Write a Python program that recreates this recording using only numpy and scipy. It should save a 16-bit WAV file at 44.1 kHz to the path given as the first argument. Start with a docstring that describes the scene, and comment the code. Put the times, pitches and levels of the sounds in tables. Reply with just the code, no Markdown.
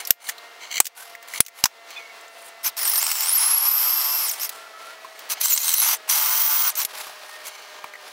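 """In a workshop, a spring punch snaps on a plywood panel, hands shuffle, and a cordless drill bores in
short runs. The motor's commutator (its spinning contact) whines higher the faster it turns, over
growling gears and the noise of the cutting bit. Far off, another machine coasts down. The sharp snaps
overload a close mono microphone, and its limiter briefly turns the room down."""
import sys
import numpy as np
from scipy import signal
from scipy.fft import rfft, irfft, next_fast_len
from scipy.io import wavfile
from scipy.ndimage import uniform_filter1d

SR = 44100
rng = np.random.default_rng(int(sys.argv[2]) if len(sys.argv) > 2 else 0)


def persist_wave(psi):
    """Save psi, clipped to +-1, as 16-bit WAV."""
    counts = np.round(np.clip(psi, -1, 1) * 32767).astype(np.int16)
    wavfile.write(sys.argv[1], SR, np.atleast_2d(counts).T)


N = 358091

# Tone colours. Each row: frequency in Hz, relative level in dB.
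ROOM_COLOUR = [(47, -57), (80, -37), (413, -8), (461, -4.5), (550, -4.5), (687, -0.5), (820, -4.5),
               (1070, -2.5), (4330, -9), (8050, -19), (15000, -24), (16000, -18.5)]  # the air of the shop
CRACK_COLOUR = [(180, -31), (300, -37.5), (2480, -2), (4370, -2), (6000, 0.5), (7820, -0.5), (8500, -2),
                (10900, -6), (14200, -2), (16000, 3.5)]  # struck steel
PANEL_COLOUR = [(115, -39), (150, -28), (200, -38.5), (500, -33.5), (850, -2.5), (1200, -2.5), (1500, -6.5),
                (2000, -14.5), (2700, -4.5), (3200, -17)]  # the plywood
CUTTING_COLOUR = [(180, -79), (300, -28), (440, -86), (519, -22), (870, -12), (961, -8.5), (2100, -8),
                  (2610, -7.5), (5250, -1), (7320, -4), (13300, 1), (14500, -1), (15500, -1),
                  (16000, -12.5)]  # the bit in the wood
SHELL_COLOUR = [(2000, -25), (4000, -34.5), (6000, -11.5), (8000, -11), (11500, -1.5), (15500, -2)]  # how the drill's shell gives off the whine
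PINION_COLOUR = [(1500, -17), (2200, -11), (2700, -19), (3300, -27), (4200, -16), (4900, -12), (5500, -23)]  # how the case gives off the small motor gear's tone
RUB_COLOUR = [(300, -29.5), (800, 4.5), (1800, -1), (3000, -1.5), (5500, -3), (8000, -18.5)]
HISS_COLOUR = [(5000, -18), (7500, -1.5), (11500, -4.5), (15500, -6.0)]

# The far machine slows. Each row: time in seconds, base pitch in Hz.
COAST_SPEED = [(0, 234.3), (1.5, 229.1), (4.598, 218.5), (8.12, 200.9)]
# Its hum. Each row: multiple of the base pitch, level in dB.
COAST_TONES = [(2, -65), (3, -54), (4, -66), (5, -66), (6, -58), (8, -58), (9, -56), (10, -65), (12, -62)]
# Hands and tools slide. Each row: start, rise and fall in seconds, body and hiss levels in dB,
# hiss centre in Hz, steel ring in dB compared with the body.
RUB_STROKES = [(0.0, .003, 0.042, -37.5, -29, 9450, -2), (0.019, 0.076, 0.017, -51, -37, 11400, -12),
               (0.2, .1, .035, -38, -27, 9200, -2), (0.6, 0.027, .1, -45.5, -49, 7200, 6.5),
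               (0.7, 0.056, 0.052, -40, -33, 8400, 6.5), (0.95, 0.029, 0.17, -37.5, -29, 11200, -28),
               (1.275, 0.11, .01, -38.5, -29.5, 10300, -19), (1.529, .06, 0.13, -41.5, -35.5, 11600, -14),
               (1.87, 0.039, 0.2, -43, -58, 7600, -5), (2.301, .19, 0.02, -64, -39, 9400, -8),
               (4.33, 0.05, 0.044, -40, -34, 8960, -12), (4.5, 0.023, 0.24, -45.5, -42, 8670, -24),
               (4.7, 0.17, 0.18, -48.5, -48, 10100, -18), (5.0, 0.21, 0.11, -50, -49, 8700, -7),
               (5.35, 0.036, .02, -37.5, -64, 9000, -7), (6.69, 0.031, 0.047, -40, -45, 9040, -14),
               (6.87, 0.14, 0.23, -35.5, -34, 10930, -29), (7.1, 0.22, 0.45, -43, -46, 9500, -20),
               (7.44, 0.042, 0.019, -37, -26.5, 10700, -3), (7.449, 0.068, 0.67, -44.5, -52, 9300, -6),
               (7.95, 0.14, .1, -46, -48, 10200, -21)]
# Thin squeaks. Each row: start and length in seconds, first and last pitch in Hz, level in dB.
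SQUEAK_GLIDES = [(0.96, 0.08, 1440, 1590, -43), (1.955, 0.034, 3480, 3500, -40),
                 (1.96, 0.045, 2500, 2470, -37), (1.96, 0.125, 2260, 2180, -43),
                 (2.095, 0.031, 2240, 2170, -41), (4.493, 0.21, 1330, 1395, -47),
                 (4.727, .23, 1278, 1417, -42.5), (7.26, 0.183, 1840, 1840, -49)]
# Tool, chuck, trigger and panel tick. Each row: start in seconds, level in dB, ring pitch in Hz,
# noise in dB compared with the ring.
SMALL_KNOCKS = [(0.051, -14, 5570, -1.5), (0.0723, -13.5, 12700, 2.5), (0.267, -18, 3970, -13),
                (0.2893, -9, 1834, 3.5), (0.2946, -11, 1860, 5.5), (0.381, -24, 4070, -2.5),
                (0.845, -13, 8420, 5), (0.854, -8, 11800, 13), (0.8669, -9, 6200, 14.5),
                (1.1508, -19.5, 2050, -6), (1.2268, -27, 1760, 1.5), (1.284, -24, 2000, 3.5),
                (1.337, -16, 1990, 2), (1.45, -22, 6120, 4), (1.4633, -16.5, 6700, 11.5),
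                (1.4823, -15, 1970, 4), (1.905, -23.5, 2480, 0.5), (2.21, -34, 7550, 0),
                (2.28, -36, 7000, 2), (2.631, -33, 9050, 1), (2.646, -21, 5200, 10),
                (3.0651, -16, 5230, 12.5), (3.115, -14, 5220, 13), (4.4926, -17, 12200, 7.5),
                (5.0464, -16, 1058, -16), (5.1914, -35, 943, 15.5), (5.299, -22, 5714, 10),
                (5.4129, -4.5, 12200, -3.5), (5.529, -6, 6540, 2), (5.576, -2.5, 6170, 6),
                (5.74, -5, 6000, 5), (6.097, -1.5, 6094, -11), (6.7537, -22, 6830, 10.5),
                (6.983, -24, 1863, 6), (7.0682, -20, 1050, -8), (7.095, -18.5, 880, -10),
                (7.4673, -25, 6560, 8), (7.7877, -22, 1000, -16), (7.841, -18.5, 2310, -10),
                (7.842, -10, 1060, -18), (7.9369, -19.5, 2000, -11), (7.9537, -21, 1960, -14)]
# The punch's steel rings. Each row: pitch in Hz, width in Hz, level in dB.
PUNCH_RINGS = [(2210, 330, -2.5), (3000, 640, -5.5), (4245, 780, -6), (6220, 700, -6.5),
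               (7100, 1100, -10.5)]
# Its spring slips. Each row: start in seconds, number of slips, gap in seconds, first and last level in dB.
SPRING_PRESSES = [(0.713, 6, .0134, -25.5, -15), (1.298, 6, .0152, -41, -27.5)]
# The punch fires and the tool is put down. Each row: start in seconds, level in dB, seconds for the crack
# to fade by 60 dB, thud in dB, ring pitch in Hz, panel in dB. Thud and panel are compared with the crack.
SNAP_HITS = [(0.106, 8, 0.013, -61, 13100, -34), (0.802, 12, 0.012, -17.5, 8500, -9.5),
             (1.404, 7.5, 0.017, -11, 9800, -23), (1.639, -1, 0.023, -10.5, 5800, -6.5),
             (1.656, -1.5, 0.025, -16, 5900, -2.5), (6.849, -13, 0.029, -19, 11480, -46)]

# Short trigger taps. Each row: start, rise and fall in seconds, top whine pitch in Hz,
# then whine, cutting and growl levels in dB.
TRIGGER_TAPS = [(2.632, 0.038, 0.036, 6400, -18.5, -27.5, -32),
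                (4.386, .044, 0.068, 6760, -24.5, -32.5, -43), (5.29, .028, .035, 7937, -32, -27.5, -38),
                (6.75, 0.047, 0.068, 7800, -26, -29, -35)]
# One list for each long trigger pull. Each row: time in seconds, whine pitch in Hz, whine level in dB.
LONG_PULLS = [
    [(2.766, 4150, -36), (2.828, 5347, -19), (2.872, 3950, -13), (2.915, 5610, -19), (2.965, 4120, -14),
     (2.991, 4920, -11), (2.999, 6180, -23), (3.045, 8690, -15), (3.075, 7920, -20), (3.105, 8170, -26),
     (3.2, 7060, -23), (3.27, 8400, -24.5), (3.36, 12340, -13.5), (3.392, 10230, -12), (3.45, 10860, -14),
     (3.58, 11480, -15), (3.78, 12240, -17.5), (3.96, 12720, -24), (4.09, 12620, -26), (4.16, 12830, -24),
     (4.225, 12750, -30), (4.255, 11940, -27), (4.3, 6270, -22), (4.336, 3074, -26), (4.368, 1980, -32)],
    [(5.396, 4453, -47), (5.444, 7430, -18), (5.49, 8200, -17.5), (5.531, 6710, -10), (5.575, 8820, -22),
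     (5.603, 6100, -23), (5.665, 8840, -20), (5.741, 7470, -14.5), (5.755, 9680, -18), (5.792, 11800, -6.5),
     (5.817, 10520, -13), (5.93, 13000, -25), (5.954, 9730, -29), (5.974, 7490, -61)],
    [(6.076, 8090, -63), (6.104, 10460, -18), (6.118, 12360, -21), (6.132, 13390, -26),
     (6.18, 14500, -22.5), (6.383, 14890, -21), (6.45, 14740, -16.5), (6.495, 14420, -19),
     (6.589, 15200, -18), (6.69, 15000, -19.5), (6.707, 9960, -27), (6.725, 6364, -66)],
]
# The load on the bit, one list for each long pull. Each row: time in seconds, cutting and growl in dB.
BIT_LOADS = [
    [(2.765, -50, -57), (2.779, -31, -41), (3.035, -28.5, -35), (3.316, -29.5, -37.5), (3.418, -23.5, -29),
     (3.6, -28, -32), (4.22, -31.5, -40.5), (4.292, -32, -42.5), (4.37, -45, -49)],
    [(5.4, -42, -48), (5.412, -25.5, -49), (5.461, -23, -47), (5.6, -25.5, -43.5), (5.81, -20.5, -45),
     (5.825, -17, -26.5), (5.942, -22, -25), (5.975, -56, -51)],
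    [(6.075, -69, -41), (6.099, -18.5, -31), (6.255, -26.5, -32.5), (6.465, -25.5, -35.5),
     (6.699, -25.5, -33), (6.725, -57, -52)],
]
# The holes. Each row, in seconds: drill in place, bit bites, how long the gears take to settle, bit lets go;
# then housing ring in Hz; then, in dB: that ring with loose gears and with meshed gears,
# the lower ring before the bite, knock depth before the bite.
DRILLED_HOLES = [(2.6, 3.303, 0.21, 4.27, 5370, -6.5, -4.5, -36, 9),
                 (5.25, 5.82, 0.37, 6.4, 6105, -8, 5, -11, 8.5),
                 (6.0, 6.092, 0.092, 6.69, 5940, -8, -10.5, -19, 9)]
# Tones of the meshing gear teeth. Each entry: a multiple of the whine pitch.
TOOTH_RATIOS = [.9168, .21, .416, .458, .622, .8125, .954, .98, 1.021, 1.1455]
# Each entry: the matching tone's relative level in dB.
TOOTH_DB = [-30.5, -45, -43, -47, -48, -45, -43, -42, -42, -39]
# The gear case rings. 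Each row: pitch in Hz, width in Hz, level in dB compared with the cutting level.
GEARBOX_RINGS = [(2116, 300, -19.5), (3187, 450, -21.5)]

WHINE_PER_GEAR, PINION_RATIO = 100, .3818  # whine cycles in one gear turn; pinion pitch over whine pitch
LOOSE_MESH, BITE_S, LET_GO_S = 0.079, 0.0317, 0.0417  # mesh is 1 when the gears are fully engaged
# In the first hole the bit catches at even steps: the speed drops by a small share and climbs back.
CATCH_FIRST_S, CATCH_EVERY_S, CATCH_LAST_S, CATCH_DROP, CATCH_RECOVER_S = 3.583, .2075, 4.25, .03, .06
TICK_FADE_S, SLIP_FADE_S = 0.032, 0.037  # time to fade by 60 dB
ROOM_DB, FAN_DB, LIMIT_DB, TREBLE_EDGE_HZ = -46, -13, -19, 15800


def gain_of(db):
    """Turns decibels into a factor to multiply by."""
    return 10 ** (np.asarray(db) / 20)


def evened(x):
    """Scales a signal to an average power of 1."""
    return x / np.sqrt(np.mean(x ** 2) + 1e-20)


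def add(mix, s, sound):
    """Mixes a sound in at s seconds."""
    part = mix[round(s * SR):][:len(sound)]
    part += sound[:len(part)]


def gain_at(colour, hz):
    """Looks up how strong a tone colour is at hz."""
    f, db = np.transpose(colour)
    return gain_of(np.interp(np.log(hz + 1), np.log(f + 1), db))


def coloured(x, colour):
    """Gives x a tone colour, at an average power of 1."""
    size = next_fast_len(len(x))
    return evened(irfft(rfft(x, size) * gain_at(colour, np.fft.rfftfreq(size, 1 / SR)), size)[:len(x)])


def ring(x, hz, width):
    """Makes x ring by keeping a band around hz, at an average power of 1."""
    turn = np.exp(2j * np.pi * np.cumsum(hz * np.ones(len(x))) / SR)
    r = np.exp(-np.pi * width / SR)
    return evened((turn * signal.lfilter([(1 - r) ** 2], [1, -2 * r, r * r], x / turn)).real)


def ring_all(x, rings):
    """Makes x ring at all of an object's own pitches."""
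    return sum(gain_of(db) * ring(x, hz, width) for hz, width, db in rings)


def wander(count, s):
    """A random drift, about 1 in size, that changes over about s seconds."""
    span = max(int(s * SR), 1)
    return evened(uniform_filter1d(uniform_filter1d(rng.standard_normal(count), span), span))


def level_curve(runs, column):
    """Joins the dB values of one column into a curve, silent (-120 dB) between runs."""
    out = np.full(N, -120.)
    for rows in runs:
        columns = np.transpose(rows)
        t = np.arange(columns[0][0], columns[0][-1], 1 / SR)
        start = round(t[0] * SR)
        out[start:start + len(t)] = np.interp(t, columns[0], columns[column])
    return out


def shop():
    """Room noise and the wavering hum of a far machine running down."""
    turns = np.cumsum(np.interp(np.arange(N) / SR, *np.transpose(COAST_SPEED))) / SR
    hum = sum(gain_of(db + 1.43 * wander(N, 0.063)) * np.sin(2 * np.pi * (k * turns + rng.random()))
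              for k, db in COAST_TONES)
    air = gain_of(ROOM_DB + 2.0 * wander(N, 0.051)) * coloured(rng.standard_normal(N), ROOM_COLOUR)
    return np.sqrt(2) * hum + air


def hands():
    """Grainy rubbing sounds the wood, rings the steel punch and makes skin hiss."""
    out = np.zeros(N)
    for s, rise, fall, body_db, hiss_db, hz, ring_db in RUB_STROKES:
        t = np.arange(0, rise + fall, 1 / SR)
        stroke_db = np.interp(t, [0, rise, rise + fall], [-11.5, 0, -17])
        grit = gain_of(2.4 * wander(len(t), 0.0054)) * rng.standard_normal(len(t))
        body = coloured(grit, RUB_COLOUR) + gain_of(ring_db) * ring_all(grit, PUNCH_RINGS)
        hiss = 0.45 * coloured(grit, HISS_COLOUR) + 0.24 * ring(grit, hz, 2900)
        rub = gain_of(body_db + stroke_db) * body + gain_of(hiss_db + 1.7 * stroke_db) * hiss
        add(out, s, rub * np.clip(np.minimum(t, t[-1] - t) / 0.0021, 0, 1))
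    return out


def squeaks():
    """Rubbing gives thin tones that glide and flutter."""
    out = np.zeros(N)
    for s, length, from_hz, to_hz, db in SQUEAK_GLIDES:
        hz = np.linspace(from_hz, to_hz, round(length * SR))
        tone = np.sin(2 * np.pi * np.cumsum(hz) / SR) * signal.windows.tukey(len(hz), .3)
        add(out, s, gain_of(db + 4 * wander(len(hz), 0.0038)) * tone)
    return out


def ticks():
    """Each small knock is a burst of noise with one ringing tone."""
    out, t = np.zeros(N), np.arange(2500) / SR
    shape = (1 - np.exp(-t / 0.00029)) * gain_of(-60 * t / TICK_FADE_S)
    for s, db, hz, noise_db in SMALL_KNOCKS:
        noise = rng.standard_normal(len(t))
        tone = .6 * (np.sin(2 * np.pi * hz * t) + ring(noise, hz, .33 * hz))
        burst = gain_of(noise_db) * coloured(noise, CRACK_COLOUR) + tone
        add(out, s, gain_of(db - 8.5) * shape * burst)
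    return out


def spring_slips():
    """As the punch is pressed, its spring slips coil by coil and rings the steel."""
    out, t = np.zeros(N), np.arange(2500) / SR
    shape = (1 - np.exp(-t / 0.00029)) * gain_of(-60 * t / SLIP_FADE_S)
    for s, slips, gap, first_db, last_db in SPRING_PRESSES:
        for k, db in enumerate(np.linspace(first_db, last_db, round(slips))):
            noise = rng.standard_normal(len(t))
            burst = evened(ring_all(noise, PUNCH_RINGS)) + gain_of(-6) * coloured(noise, CRACK_COLOUR)
            start = s + k * gap + 0.0022 * rng.standard_normal() * (k > 0)
            add(out, start, gain_of(db + 2 * rng.standard_normal()) * shape * burst)
    return out


def snaps():
    """Steel strikes: a crack, a quick noisy ring, the body of the panel and a low thud."""
    out, t = np.zeros(N), np.arange(4000) / SR
    for s, db, fade_s, thud_db, hz, panel_db in SNAP_HITS:
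        noise = rng.standard_normal(len(t))
        crack = coloured(noise, CRACK_COLOUR) + 0.64 * ring(noise, hz, 2700)
        panel = gain_of(panel_db) * coloured(noise, PANEL_COLOUR)
        tail = gain_of(-24 - 60 * t / 0.085)
        shape = (1 - np.exp(-t / 0.00071)) * (gain_of(-60 * t / fade_s) + tail)
        thud = gain_of(thud_db) * np.exp(-t / 0.00048) * t / 0.00034
        add(out, s, gain_of(db) * ((crack + panel) * shape + thud))
    return out


def trigger_tap(s, rise, fall, top_hz, whine_db, cut_db, growl_db):
    """The motor speeds up and drops back. Gives rows like those of LONG_PULLS and BIT_LOADS."""
    step = np.array([-1, -.6, -.3, 0, .3, .6, 1])  # 0 is the moment of top speed
    t = s + rise + step * np.where(step < 0, rise, fall)
    fade_db = abs(step) ** 3 * np.where(step < 0, -20.5, -34.5)
    hz = top_hz * (1 - abs(step) ** 1.4 * np.where(step < 0, .45, .4))
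    pull = np.transpose([t, hz, whine_db + fade_db])
    return pull, np.transpose([t, cut_db + fade_db, growl_db + fade_db])


def motor_speed(t, pulls, biting):
    """The whine pitch in Hz: unsteady until the bit bites, and dipping when the bit catches."""
    times, speeds, _ = np.concatenate(pulls).T
    hz = uniform_filter1d(np.interp(t, times, speeds), 400)
    hz *= 1 + .009 * (2 - 1.7 * biting) * wander(N, 0.022)
    since_catch = (t - CATCH_FIRST_S) % CATCH_EVERY_S
    catches = np.exp(-since_catch / CATCH_RECOVER_S) * (t > CATCH_FIRST_S) * (t < CATCH_LAST_S)
    return hz * (1 - CATCH_DROP * uniform_filter1d(catches, 200))


def motor_tones(hz, tremble, whine, cut, mesh):
    """The commutator, the small motor gear (pinion) and the gear teeth sing in step with the motor."""
    turns = np.cumsum(hz * (1 + tremble * wander(N, .003))) / SR

    def tone(k):
        """A flickering tone at k times the whine pitch, faded out near 17 kHz."""
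        audible = np.clip((SR / 2 - 5000 - k * hz) / 500, 0, 1)
        flicker = gain_of((5.5 - 3 * mesh ** .3) * wander(N, .008))
        return np.sqrt(2) * audible * flicker * np.sin(2 * np.pi * k * turns)

    commutator = sum(gain_at(SHELL_COLOUR, k * hz) * tone(k) / k ** .65 for k in (1, 2, 3))
    pinion = gain_at(PINION_COLOUR, PINION_RATIO * hz) * tone(PINION_RATIO)
    teeth = sum(gain_of(db) * tone(k) for k, db in zip(TOOTH_RATIOS, TOOTH_DB))
    return whine * commutator + cut * pinion + mesh * teeth


def gear_hum(hz, gear_turns):
    """The gears shake the panel at whole multiples of their turning rate."""
    hum = np.zeros(N)
    for k in range(1, 25):
        level = min(1, (10 / k) ** 1.4) * gain_at(PANEL_COLOUR, k * hz / WHINE_PER_GEAR)
        sway = gain_of(3 * wander(N, .04))
        hum += sway * level * np.sin(2 * np.pi * (k * gear_turns + rng.random()))
    return hum


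def gear_knocks(gear_turns):
    """One knock of uneven strength in every gear turn, as a curve that jumps and falls."""
    strength = rng.uniform(.2, 1.4, 1500)[gear_turns.astype(int) % 1500]
    return strength * np.exp(-(gear_turns % 1) / 0.26) - .3


def cutting_noise(chips, knocks, ring_hz, ring_db, lower_db):
    """Breaking chips, pulsed by the knocks, hiss and ring the housing and the gear case."""
    knocked = knocks * chips
    housing = gain_of(ring_db) * knocks * ring(chips, ring_hz, 1000)
    lower_ring = gain_of(lower_db) * ring(knocked, hz=4130, width=800)
    hiss = gain_of(3) * coloured(knocked, CUTTING_COLOUR)
    return hiss + housing + lower_ring + ring_all(knocked, GEARBOX_RINGS)


def drill():
    """Whine, fan, gear growl and knocking cutting noise all follow the motor's speed."""
    t = np.arange(N) / SR
    tap_pulls, tap_loads = zip(*[trigger_tap(*row) for row in TRIGGER_TAPS])
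    pulls = sorted(LONG_PULLS + list(tap_pulls), key=lambda rows: rows[0][0])
    loads = BIT_LOADS + list(tap_loads)
    levels_db = [level_curve(pulls, 2), level_curve(loads, 1), level_curve(loads, 2)]
    whine, cut, growl = uniform_filter1d(gain_of(levels_db), 150)
    running = uniform_filter1d((levels_db[0] > -100) * 1., 150)

    # In each hole the bit bites quickly, and the loose gears settle into mesh more slowly.
    hole = np.maximum(np.searchsorted(np.transpose(DRILLED_HOLES)[0], t) - 1, 0)
    settings = np.array(DRILLED_HOLES)[hole].T
    _, bite, settle, let_go, ring_hz, loose_db, meshed_db, lower_db, knock_db = settings
    held = np.clip(1 - (t - let_go) / LET_GO_S, 0, 1)
    biting = held * np.clip((t - bite) / BITE_S, 0, 1)
    meshed = held * (1 - np.exp(-np.maximum(t - bite, 0) / settle))
    mesh = running * np.clip(LOOSE_MESH + (1 - LOOSE_MESH) * meshed, 0, 1)
    ring_db = loose_db + (meshed_db - loose_db) * meshed
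    lower_db = lower_db * (1 - biting) - 33 * biting
    knock_db = knock_db * (1 - biting) + 4.5 * biting

    hz = motor_speed(t, pulls, biting)
    tremble = .015 - .0115 * biting - .002 * meshed  # the speed trembles most while the gears are loose
    tones = motor_tones(hz, tremble, whine, cut, mesh)
    gear_turns = np.cumsum(uniform_filter1d(hz, 2500)) / SR / WHINE_PER_GEAR
    hum = .8 * mesh * gear_hum(hz, gear_turns)
    knocks = gain_of(knock_db * gear_knocks(gear_turns))
    # Chips break off at random, so the noise is grainy.
    chips = gain_of(0.97 * wander(N, 0.0012) + 0.64 * wander(N, 0.0092)) * rng.standard_normal(N)
    rattle = np.sqrt(1 - .85 * mesh ** 2) * coloured(knocks * chips, PANEL_COLOUR)
    fan = gain_at(SHELL_COLOUR, hz) * ring(chips, np.minimum(hz, 15500), 2600)  # air round the whine
    cutting = cutting_noise(chips, knocks, ring_hz, ring_db, lower_db)
    return tones + gain_of(FAN_DB) * whine * fan + cut * cutting + growl * (hum + rattle)


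def scene():
    """Everything reaches one microphone, so both channels are the same."""
    return np.tile(drill() + snaps() + ticks() + spring_slips() + hands() + squeaks() + shop(), (2, 1))


def record(dry):
    """The limiter turns loud sound down a moment late, so snaps distort and the room then dips."""
    power_db = 10 * np.log10(signal.lfilter([1 / 80], [1, 1 / 80 - 1], dry[0] ** 2) + 1e-12)
    fall = np.arange(N) * 94.0 / SR  # a held peak sinks by 94 dB a second
    held_db = np.maximum.accumulate(power_db + fall) - fall
    late_db = signal.lfilter([1 / 300], [1, 1 / 300 - 1], np.maximum(held_db - LIMIT_DB, 0))
    thin = signal.lfilter(*signal.butter(1, 120, "high", fs=SR), dry)  # a small microphone loses bass
    clipped = np.clip(thin / gain_of(0.72 * late_db), -1, 1)
    treble_cut = signal.firwin(511, TREBLE_EDGE_HZ, window=("kaiser", 9), fs=SR)
    return signal.oaconvolve(clipped, treble_cut[None], "same")


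dry = scene()
out = record(dry)
persist_wave(out)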